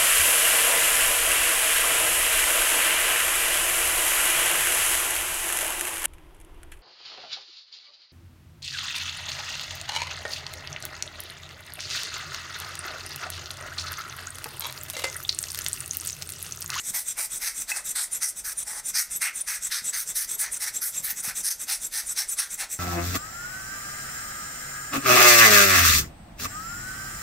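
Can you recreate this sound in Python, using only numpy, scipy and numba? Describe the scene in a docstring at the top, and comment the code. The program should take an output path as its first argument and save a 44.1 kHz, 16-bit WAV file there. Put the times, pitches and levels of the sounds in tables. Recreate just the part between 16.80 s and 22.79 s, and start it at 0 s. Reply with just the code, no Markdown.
"""On a desk in a small quiet room, a hand pumps a rubber bulb blower about four times a second.
Each squeeze sends a hissing jet onto small electronics: noise in resonances of their hollows and edges.
Each release draws air back through the rear valve: thinner noise, with gliding tones for its whistles.
Taps and dull thuds are fading tones; rumble and faint hiss lie below. One microphone listens close by."""
import sys
import numpy as np
from scipy import signal
from scipy.io import wavfile
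from scipy.ndimage import uniform_filter1d
from numba import njit

SR = 44100
rng = np.random.default_rng(int(sys.argv[2]) if len(sys.argv) > 2 else 0)


def put_to_file(sound):
    """Save the sound as 16-bit audio at rate SR, in the file named by the first command-line argument."""
    columns = np.atleast_2d(sound).T  # one column per channel
    safe = np.clip(columns, -1, 1)
    whole_steps = np.round(safe * 32767)
    wavfile.write(sys.argv[1], SR, whole_steps.astype(np.int16))


N = 264159  # length in samples
SILENT_DB = -55.5  # level at which a squeeze or release starts and ends


def undb(db):
    """Turn a level in dB into a gain."""
    return 10 ** (np.asarray(db) / 20)


def unit(x):
    """Scale to an average (rms) level of 1."""
    return x / np.sqrt(np.mean(x ** 2))


@njit
def resonance(x, hz, width, bend):
    """Let through the tones near hz, with gain 1 at the centre; bend moves the centre sample by sample."""
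    y, band, low = np.empty(len(x)), 0., 0.
    g0, k = np.tan(np.pi * hz / SR), width / hz
    for i in range(len(x)):
        g = g0 * bend[i]
        v = (band + g * (x[i] - low)) / (1 + g * (g + k))
        band = 2 * v - band
        low += 2 * g * v
        y[i] = k * v
    return y


def walk(rate_hz):
    """Random curve that slides to a new value rate_hz times a second; rms 1."""
    hold = int(SR / rate_hz)
    steps = np.repeat(rng.standard_normal(N // hold + 1), hold)
    return unit(uniform_filter1d(steps, hold)[:N])


def turbulence(modes, gust_db, pitch, wander=0.017, patchy_db=0.):
    """Noise in resonances whose pitches wander and whose levels flutter on top of a shared gust."""
    out = 0
    for hz, width, db in modes:
        bend = pitch * (1 + wander * walk(30))
        band = rng.standard_normal(N)
        for _ in range(2):  # two passes steepen the sides; 1.61 makes up for the narrowing
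            band = resonance(band, 1. * hz, 1.61 * width, bend)
        flutter_db = 1.65 * walk(60) + patchy_db * walk(14)
        out = out + undb(db + flutter_db) * unit(band)
    return unit(out * undb(gust_db))


def stroke(start_s, full_ms, full_db, ease_ms, ease_db, length_ms, onset_ms, fall_curve, dip_db=0.):
    """One hand movement: its samples, progress 0-1 and gain, which rises, holds (maybe dips) and falls."""
    span = np.arange(max(int(start_s * SR), 0), min(int((start_s + length_ms / 1000) * SR), N))
    ms = 1000 * (span / SR - start_s)

    def ramp(a, b):
        return np.clip((ms - a) / max(b - a, 1), 0, 1)

    hold = ramp(full_ms, ease_ms)
    db = full_db + (ease_db - full_db) * hold + dip_db * np.sin(np.pi * hold) ** 2
    # a rise longer than onset_ms starts as steeply as one of that length
    db += (SILENT_DB - full_db) * (1 - ramp(0, full_ms)) ** max(full_ms / onset_ms, 1)
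    # fall_curve 1 is straight in dB; more falls later
    db += (SILENT_DB - ease_db) * ramp(ease_ms, length_ms) ** fall_curve
    return span, np.clip(ms / length_ms, 0, 1), undb(db)


# Faint background hiss, strength along the pitch scale: pitch_hz [Hz], relative level_db [dB per Hz]
HISS_SPECTRUM = [(20, -1), (70, -12), (150, -10), (400, -16), (600, -11), (900, -15.5), (2000, -17),
                 (4000, -17.5), (8000, -13), (14000, -23.5)]
# Building rumble, played 3 % lower: pitch_hz [Hz], width_hz [Hz], relative level_db [dB]
RUMBLE_MODES = [(30.2, 9.1, 2.5), (47.5, 15.7, 2.5)]
HISS_DB, RUMBLE_DB = -53, -60.5


def floor():
    """Building rumble and faint hiss: noise in bands that waver slowly."""
    hz, db = np.transpose(HISS_SPECTRUM)
    centres = 20 * 2 ** np.arange(1.4, 9.6, .6)
    # a wider band holds more power
    levels = np.interp(np.log(centres), np.log(hz), db) + 10 * np.log10(centres)
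    hiss = turbulence(zip(centres, centres / 3, levels), walk(3.1), pitch=0.97)
    rumble = turbulence(RUMBLE_MODES, walk(6.1), pitch=0.97)
    return undb(HISS_DB) * hiss + undb(RUMBLE_DB) * rumble


@njit
def walls(x, lags, gain, damp):
    """Room echo: eight delay lines that feed each other, duller on every round."""
    line, soft, out = np.zeros((8, 4096)), np.zeros(8), np.zeros(len(x))
    for i in range(len(x)):
        total = 0.
        for k in range(8):
            soft[k] += (1 - damp) * (gain[k] * line[k, (i - lags[k]) & 4095] - soft[k])
            total += soft[k]
        out[i] = soft[0] - soft[3] + soft[5] - soft[6]
        for k in range(8):
            line[k, i & 4095] = x[i] + soft[k] - total / 4
    return out


def room_answer(near):
    """Echoes of the near sounds; the low tones fade by 60 dB in 0.47 s and the treble sooner."""
    lags = np.array([467, 613, 797, 1013, 1231, 1493, 1759, 2039])  # samples
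    gain = undb(-60 * lags / SR / 0.47)
    return undb(-16.5) * walls(near, lags, gain, 0.38)


def hits(events, modes, push_s):
    """Tones that fade after each blow; a softer contact pushes longer, so they set in more gently."""
    out, s = np.zeros(N + SR), np.arange(SR // 5) / SR
    ring = 0
    for hz, db, fade_s in modes:  # fade_s is the time to drop by 60 dB
        ring = ring + undb(db) * np.sin(2 * np.pi * hz * s) * np.exp(-np.log(1000) * s / fade_s)
    ring = ring * (1 - np.exp(-s / push_s))
    for start_s, peak_db in events:
        at = int(start_s * SR)
        out[at:at + len(s)] += undb(peak_db) * ring / np.max(ring)
    return out[:N]


# Dull thuds of hand and rubber: start_s [s], peak_db [dB]
THUDS = [(.105, -40), (3.02, -46.5), (4.201, -38), (4.229, -50), (4.328, -45), (4.478, -36.5)]
# Tones of a thud: pitch_hz [Hz], relative level_db [dB], fade_s [s for 60 dB]
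THUD_MODES = [(144, 0, 0.049), (200, -2, 0.054)]


def thuds():
    """Hand and rubber knock softly: low tones that die quickly."""
    return hits(THUDS, THUD_MODES, 0.0011)


# The nozzle taps a part: start_s [s], ring_peak_db [dB], tick_peak_db [dB]
NOZZLE_TAPS = [(.916, -17, -29), (4.912, -36, -23), (5.588, -28.5, -23.5)]
# Ringing tones of a tap: pitch_hz [Hz], relative level_db [dB], fade_s [s for 60 dB]
RING_MODES = [(840, -17.5, 0.057), (2026, 2, 0.021), (2590, -1, 0.065)]
# Short tick of a tap: pitch_hz [Hz], relative level_db [dB], fade_s [s for 60 dB]
SHORT_TICK_MODES = [(925, -7.5, 0.0064), (1910, -1, 0.0054), (3650, 1, 0.0063), (5400, 5, 0.0039)]


def taps():
    """The nozzle touches a part: a hard, very short tick and a longer ring."""
    rings = [(start_s, ring_db) for start_s, ring_db, _ in NOZZLE_TAPS]
    ticks = [(start_s, tick_db) for start_s, _, tick_db in NOZZLE_TAPS]
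    return hits(rings, RING_MODES, 0.0017) + hits(ticks, SHORT_TICK_MODES, 0.00017)


# Releases, when the bulb refills: start_s [s], full_ms [ms], full_db [dB],
# ease_ms (valve begins to shut) [ms], ease_db [dB], length_ms [ms],
# opening_whistle_db, closing_whistle_db, high_whistle_db [dB; about -60 is practically none]
RELEASES = [(0.026, 78, -30, 82, -34, 110, -60, -60, -60), (0.241, 63, -30.5, 86, -34.5, 98, -60, -60, -60),
            (0.487, 65, -32, 87, -32.5, 120, -39, -33.5, -60),
            (0.733, 72, -31, 88, -28.5, 126, -60, -60, -60),
            (1.033, 32, -30.5, 82, -30, 115, -60, -60, -39), (1.3, 35, -32, 71, -31.5, 100, -27, -38, -35),
            (1.548, 25, -37, 52, -34.5, 85, -39, -39, -60),
            (1.754, 48, -33.5, 79, -35, 86, -26.5, -34, -60), (2.032, 39, -33, 66, -28, 105, -31, -60, -39),
            (2.288, 60, -31, 80, -33.5, 113, -32.5, -33, -31.5),
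            (2.528, 74, -33.5, 86, -34, 104, -33, -25, -60),
            (2.802, 26, -32.5, 71, -30.5, 108, -60, -32.5, -60),
            (3.022, 56, -29.5, 84, -36, 103, -33, -38, -60),
            (3.252, 42, -29.5, 64, -32.5, 95, -61, -60, -60),
            (3.468, 31, -30.5, 80, -31.5, 120, -60, -60, -34), (3.699, 40, -31, 75, -34, 85, -29, -35, -60),
            (3.918, 49, -30.5, 68, -33, 90, -60, -60, -60), (4.117, 55, -30, 86, -34.5, 112, -60, -60, -60),
            (4.344, 48, -30, 62.5, -35, 79, -60, -28.5, -60),
            (4.536, 42, -28.5, 76, -30, 97, -60, -60, -60), (4.777, 48, -31.5, 60, -30, 97, -60, -60, -60),
            (4.991, 63, -31.5, 77, -35, 97, -40, -36, -39),
            (5.242, 69, -32, 82, -29.5, 106, -32.5, -35, -39),
            (5.466, 35, -33.5, 65, -30.5, 99, -28, -60, -35.5),
            (5.686, 43, -32, 64, -33, 88, -38, -60, -60), (5.885, 43, -31, 67, -32, 96, -60, -60, -60)]
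# Valve chamber, pitches bent by the inflow: pitch_hz [Hz], width_hz [Hz], relative level_db [dB]
CHAMBER_MODES = [(7585, 290, -1.5), (7740, 660, -1.5), (8370, 350, -0.13)]
# Air path of the valve, bent likewise: pitch_hz [Hz], width_hz [Hz], relative level_db [dB]
PATH_MODES = [(1486, 500, -13), (2030, 330, -13), (2550, 320, -14.5), (3600, 610, -9), (5820, 840, -3),
              (6100, 380, -1.5), (6810, 750, -2), (9200, 130, -3), (9770, 2500, -1), (11470, 110, -7),
              (11230, 3000, -10.5), (13780, 4000, -4.5)]
CHAMBER_DB, WALL_DB = -3.5, -24.5  # chamber and rubber wall beside the inflow hiss


def refill():
    """Air rushes in through the valve while the rubber wall flutters back into shape."""
    strokes = [stroke(*row[:6], onset_ms=19.2, fall_curve=1.03) for row in RELEASES]
    bend = np.ones(N)
    for span, progress, _ in strokes:  # faster inflow lifts the valve resonances a little
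        bend[span] = 1 + 0.036 * (np.sin(np.pi * progress) - .7)
    gust_db = walk(200)
    chamber = turbulence(CHAMBER_MODES, gust_db, bend, wander=0.026)
    path = turbulence(PATH_MODES, gust_db, bend, wander=0.0037, patchy_db=0.5)
    # pitch Hz, width Hz, dB; played 3 % lower
    wall = turbulence([(162, 83, -3.5), (320, 600, 0.0)], 0.97 * walk(40), pitch=0.97)
    share = undb(CHAMBER_DB)
    hiss = share * chamber + np.sqrt(1 - share ** 2) * path
    out = np.zeros(N)
    for row, (span, progress, gain) in zip(RELEASES, strokes):
        out[span] += gain * hiss[span]
        out[span] += undb(row[2] + WALL_DB) * np.sin(np.pi * progress ** 1.55) * wall[span]
    return out


# Timed chirps of the refill, mostly near 7-8.7 kHz:
# start_s [s], length_ms [ms], start_pitch_hz [Hz], end_pitch_hz [Hz], level_db [dB]
TIMED_CHIRPS = [(0.067, 41, 7630, 8060, -36), (0.278, 17, 8200, 8700, -26), (0.283, 54, 7560, 7650, -33),
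                (0.521, 21, 7540, 7910, -35), (0.554, 13, 8700, 8400, -32.7), (0.786, 13, 7820, 8150, -34),
                (1.064, 17, 7350, 7770, -35), (1.348, 19, 7840, 7650, -32), (2.079, 22, 8000, 7760, -32),
                (2.341, 35, 7900, 7630, -30.5), (2.565, 26, 8140, 8350, -33.6),
                (2.832, 15, 8000, 8330, -31.4), (2.841, 24, 7460, 8000, -24.5),
                (3.066, 52, 7880, 7740, -26.5), (3.298, 25, 7530, 7450, -31.5),
                (3.493, 14, 8200, 8200, -31.8), (3.51, 18, 8100, 8510, -25), (3.735, 21, 8080, 8400, -29),
                (3.957, 27, 7240, 7940, -25), (4.17, 25, 7530, 7540, -24.5), (4.573, 17, 7920, 8740, -28),
                (4.588, 14, 7730, 7100, -32), (4.636, 22, 9700, 9800, -34.6), (5.036, 35, 7470, 7800, -30),
                (5.289, 17, 7630, 8030, -26.5), (5.297, 19, 8170, 8470, -28.5),
                (5.503, 57, 8360, 7220, -30.5), (5.72, 32, 7290, 7600, -36), (5.925, 60, 7560, 7600, -35)]
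# Whistle shapes: ms to loudest, length ms, start Hz, end Hz
OPENING_WHISTLE = (22, 42, 9130, 9400)
CLOSING_WHISTLE = (10, 26, 9500, 9080)
HIGH_WHISTLE = (25.9, 51.5, 11400, 11400)
OPENING_LOUDEST_MS = 33  # after the release starts; the other two peak as the valve begins to shut
# one chirp at a chance moment of each release: level, length, usual pitch and its spread
CHANCE_DB, CHANCE_MS, CHANCE_HZ, CHANCE_SPREAD_HZ = -35.5, 15, 7800, 366


def whistles():
    """The inflow locks to a valve resonance for a moment: a wavering tone that glides with the flow."""
    tones = [(start_s, 0.45 * ms, ms, hz0, hz1, db) for start_s, ms, hz0, hz1, db in TIMED_CHIRPS]
    shapes = (OPENING_WHISTLE, CLOSING_WHISTLE, HIGH_WHISTLE)
    for row in RELEASES:
        release_s, ease_ms = row[0], row[3]
        for loudest, shape, db in zip((OPENING_LOUDEST_MS, ease_ms, ease_ms), shapes, row[6:9]):
            tones.append((release_s + (loudest - shape[0]) / 1000, *shape, db))
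        # the chance chirp starts before the valve begins to shut
        start_s = release_s + (0.23 + 0.67 * rng.random()) * ease_ms * 0.00092
        hz = CHANCE_HZ + CHANCE_SPREAD_HZ * rng.standard_normal()
        glide_hz = CHANCE_SPREAD_HZ * rng.standard_normal() / 2
        tones.append((start_s, CHANCE_MS / 2, CHANCE_MS, hz, hz + glide_hz, CHANCE_DB))
    out, waver, tremble = np.zeros(N), 1 + 0.0033 * walk(250), undb(1.54 * walk(180))
    for start_s, loudest_ms, length_ms, hz0, hz1, db in tones:
        span = np.arange(int(start_s * SR), min(int((start_s + length_ms / 1000) * SR), N))
        ms = 1000 * (span / SR - start_s)
        rise_fall = np.interp(ms, [0, min(loudest_ms, length_ms), length_ms], [0, 1, 0])
        swell = np.sin(np.pi / 2 * rise_fall) ** 2.4
        hz = np.interp(ms, [0, length_ms], [hz0, hz1]) * waver[span]
        tone = np.sin(2 * np.pi * np.cumsum(hz) / SR)
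        out[span] += np.sqrt(2) * undb(db) * swell * tremble[span] * tone
    return out


# Squeezes: start_s [s], full_ms [ms], full_db [dB], ease_ms (grip eases) [ms], ease_db [dB],
# dip_db (added midway) [dB], length_ms [ms], then levels beside the hiss, before drift and slower growth:
# deep_hollow_db, hollow_db, gap_db, edge_db, tip_db, top_db [dB];
# drift_db (half the hollows' change over the squeeze) [dB], hollow_pitch, nozzle_pitch [factors]
SQUEEZES = [(-0.027, 27, -30, 45, -41, 0, 73, -36, -18, -20.5, -12, -6.5, -9, 5, 1.07, 0.88),
            (0.124, 25.4, -24, 85, -30.5, 0.5, 132, -25, -16.5, -14, -9.5, -6.5, -6, -7, 1.01, 0.95),
            (0.357, 52, -26.5, 105, -32, 0, 137, -20.5, -11.5, -17, -7, -8.5, -8, -6.5, 1.09, 0.91),
            (0.592, 49, -26.5, 81, -25, -4, 165, -20.5, -9, -13.5, -5, -7, -9, -2, 1.045, 0.95),
            (0.866, 36, -24.5, 107, -28, -9.5, 170, -17.5, -10.5, -13, -9, -14.5, -13, 4.5, 0.93, 0.93),
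            (1.142, 16, -27.5, 97, -27, 0.5, 152, -21, -13.5, -14, -12, -12.5, -13, -6, .93, 0.99),
            (1.4, 34, -22, 99, -29, -4, 133, -35, -16.5, -21, -10, -13, -14, -13.5, 0.98, 1.02),
            (1.635, 14, -33, 93, -33, 0, 109, -25.5, -9.5, -18, -6.5, -8, -8.5, -1.5, 0.96, 1.01),
            (1.85, 27, -29.5, 150, -35, -2.5, 168, -15.5, -12, -16.4, -7.5, -16, -15, 4.5, 0.93, 0.97),
            (2.128, 28, -27, 95, -29, 3.5, 160, -29, -11, -16, -5, -13, -10.5, -7, .99, 1.007),
            (2.396, 24.6, -21.5, 70, -29.5, -1, 125, -21, -1, -12.5, -5.5, -10.5, -12, 9, 1.055, 1),
            (2.658, 30, -25.5, 110, -32.5, -1, 147.5, -26, -7.5, -13.5, -5, -12, -11, 1, 0.97, 0.99),
            (2.894, 27, -27, 96.2, -31, 0, 142, -30, -7, -7.5, -3.5, -11.8, -13, 1.5, 0.97, 1),
            (3.12, 16.4, -30.5, 103, -30, 2, 142, -30, -10.5, -15, -5, -17, -8.5, -9.5, 0.98, 1.05),
            (3.336, 21.7, -25, 111.5, -31.5, 1, 138, -33, -13.5, -16, -6, -8, -9, 1, 1.01, 1.05),
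            (3.571, 24, -24, 61, -26.5, 0, 133, -23, -10.5, -12, -6.5, -14, -10, 18, 0.98, 1.05),
            (3.788, 46, -26, 96, -27, -6, 137, -24.5, -9, -13, -7, -4.5, -8.5, 3.5, 0.99, 0.88),
            (4.002, 18.4, -27, 90, -29, -1.5, 136, -34, -16.5, -19, -8.5, -5, -7, -5.5, 0.954, 1.001),
            (4.217, 28, -27, 94, -28, -4, 136, -25.5, -9.5, -14, -9, -5, -5, 3.5, 1.03, 0.92),
            (4.412, 31, -27, 83, -30, 0, 127, -20.5, -8.5, -16, -7, -6, -9, 10.5, 1, 0.94),
            (4.618, 70, -24.5, 92, -22.5, -9.5, 159, -34.3, -16.5, -18, -5.5, -9, -12, -2, .98, 1),
            (4.864, 37, -26, 87, -28.5, 2, 142, -21, -11, -13.5, -6.5, -7, -9, -9, 1.06, 0.91),
            (5.107, 36, -29, 96, -28.5, 2, 151, -23.5, -10.5, -13, -5.5, -7, -10.5, 0.5, 1.02, .96),
            (5.347, 36, -23.5, 70.4, -29, 0.5, 133, -24.5, -10.5, -11, -4.5, -7.5, -12, -0.5, 1.04, 0.97),
            (5.559, 38, -23, 68, -30.5, -2, 150, -28.5, -11.5, -10.5, -6, -13, -13, -1, 0.92, 1.01),
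            (5.767, 37, -28.5, 65, -32, 1.5, 108, -12.5, -7, -10, -5.5, -9, -12, 7, 1, 0.91),
            (5.955, 30, -44, 60, -42, 0, 100, -25, -11, -17, -7, -9, -10, 2, 1.001, 1.001)]
# What the jet blows over, each table: pitch_hz [Hz], width_hz [Hz], relative level_db [dB]
# Deep hollow: pitch_hz [Hz], width_hz [Hz], level_db [dB]
DEEP_HOLLOW_MODES = [(834, 93, -5.5), (954, 900, -0.5)]
# Hollow, moved by hollow_pitch: pitch_hz [Hz], width_hz [Hz], level_db [dB]
HOLLOW_MODES = [(1316, 245, -6), (1550, 220, -1), (1758, 140, 1), (2030, 230, 3.5), (2266, 130, -6.5),
                (2533, 320, -3.5)]
# Gap: pitch_hz [Hz], width_hz [Hz], level_db [dB]
GAP_MODES = [(3540, 1170, -3.5), (4185, 930, 0.8)]
# Edge: pitch_hz [Hz], width_hz [Hz], level_db [dB]
EDGE_MODES = [(5040, 720, -3), (5680, 440, -1), (6256, 500, 0)]
# Tip, moved by nozzle_pitch: pitch_hz [Hz], width_hz [Hz], level_db [dB]
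TIP_MODES = [(10280, 1100, -3.5), (11430, 1400, -1.5)]
# Top treble: pitch_hz [Hz], width_hz [Hz], level_db [dB]
TOP_MODES = [(12470, 1600, 1.5), (13870, 970, 2.5), (14900, 1200, -3.5)]
# The nozzle's own hiss, moved by nozzle_pitch: pitch_hz [Hz], width_hz [Hz], level_db [dB]
NOZZLE_MODES = [(8250, 2600, -3), (8490, 1020, -0.5), (9540, 1570, -0.2)]
EDGE_DRIFT_SHARE = 0.53  # gap and edge drift less than the hollows


def jet():
    """Each squeeze excites the same resonances, in shares and at pitches set by where the nozzle points."""
    gust_db = 0.47 * walk(150) + walk(500)
    squeeze = np.searchsorted([row[0] for row in SQUEEZES[1:]], np.arange(N) / SR)
    hollow_pitch, nozzle_pitch = np.array([row[14:16] for row in SQUEEZES]).T[:, squeeze]
    groups = [(DEEP_HOLLOW_MODES, 1.), (HOLLOW_MODES, hollow_pitch), (GAP_MODES, 1.), (EDGE_MODES, 1.),
              (TIP_MODES, nozzle_pitch), (TOP_MODES, 1.), (NOZZLE_MODES, nozzle_pitch)]
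    parts = np.array([turbulence(modes, gust_db, pitch, wander=0.016, patchy_db=2.0)
                      for modes, pitch in groups])
    out = np.zeros(N)
    for row in SQUEEZES:
        dip_db, length_ms, drift_db = row[5], row[6], row[13]
        span, progress, gain = stroke(*row[:5], length_ms, onset_ms=22.2, fall_curve=1.13, dip_db=dip_db)
        shares = undb(row[7:13])
        # the nozzle's own hiss carries the treble power that the struck parts do not
        own = np.sqrt(max(1 - np.sum(shares[2:] ** 2), .05))
        # hollows grow more slowly with jet speed than the hiss, so they start earlier and last longer
        steadier = (gain.max() * undb(-5) / gain) ** 0.21 * np.sin(np.pi * progress) ** 0.21
        hollow_drift = undb(2 * drift_db * (progress - 0.4562))
        edge_drift = undb(2 * EDGE_DRIFT_SHARE * drift_db * (progress - 0.5))
        hollows = shares[:2] @ parts[:2, span] * steadier * hollow_drift
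        edges = shares[2:4] @ parts[2:4, span] * edge_drift
        treble = shares[4:] @ parts[4:6, span] + own * parts[6, span]
        out[span] += gain * (hollows + edges + treble)
    return out


# Pitches partly cancelled by the desk echo: pitch_hz [Hz], width_hz [Hz], depth [0-1]
ECHO_NOTCHES = [(2970, 650, 0.22), (6700, 1400, 0.11)]


def scene():
    """Blower and hits with the room's answer, over the floor, thinned by the desk echo."""
    near = thuds() + taps() + refill() + whistles() + jet()
    heard = floor() + room_answer(near) + near
    for hz, width, depth in ECHO_NOTCHES:
        heard = heard - depth * resonance(heard, 1. * hz, 1. * width, np.ones(N))
    return np.tile(heard, (2, 1))  # the same sound left and right


@njit
def follow(x, attack, release):
    """Loudness curve that rises fast and falls slowly."""
    level, out = 0., np.empty(len(x))
    for i in range(len(x)):
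        level += (abs(x[i]) - level) * (attack if abs(x[i]) > level else release)
        out[i] = level
    return out


def record(dry):
    """A suppressor turns the bass down while loud hiss passes and lets it back slowly; the top is cut."""
    bass = signal.sosfiltfilt(signal.butter(2, 450, fs=SR, output="sos"), dry)
    hiss = resonance(dry[0], 6300.0, 11000.0, np.ones(N))
    loud = follow(hiss, 1 / (0.0063 * SR), 1 / (.07 * SR))  # rises in 6.3 ms, falls in 70 ms
    duck = np.minimum(undb(-28.5) / (loud + 1e-9), 1) ** 2.5
    top_cut = signal.ellip(12, .2, 60, 15770, fs=SR, output="sos")
    return signal.sosfilt(top_cut, dry - (1 - duck) * bass)


dry = scene()
out = record(dry)
put_to_file(out)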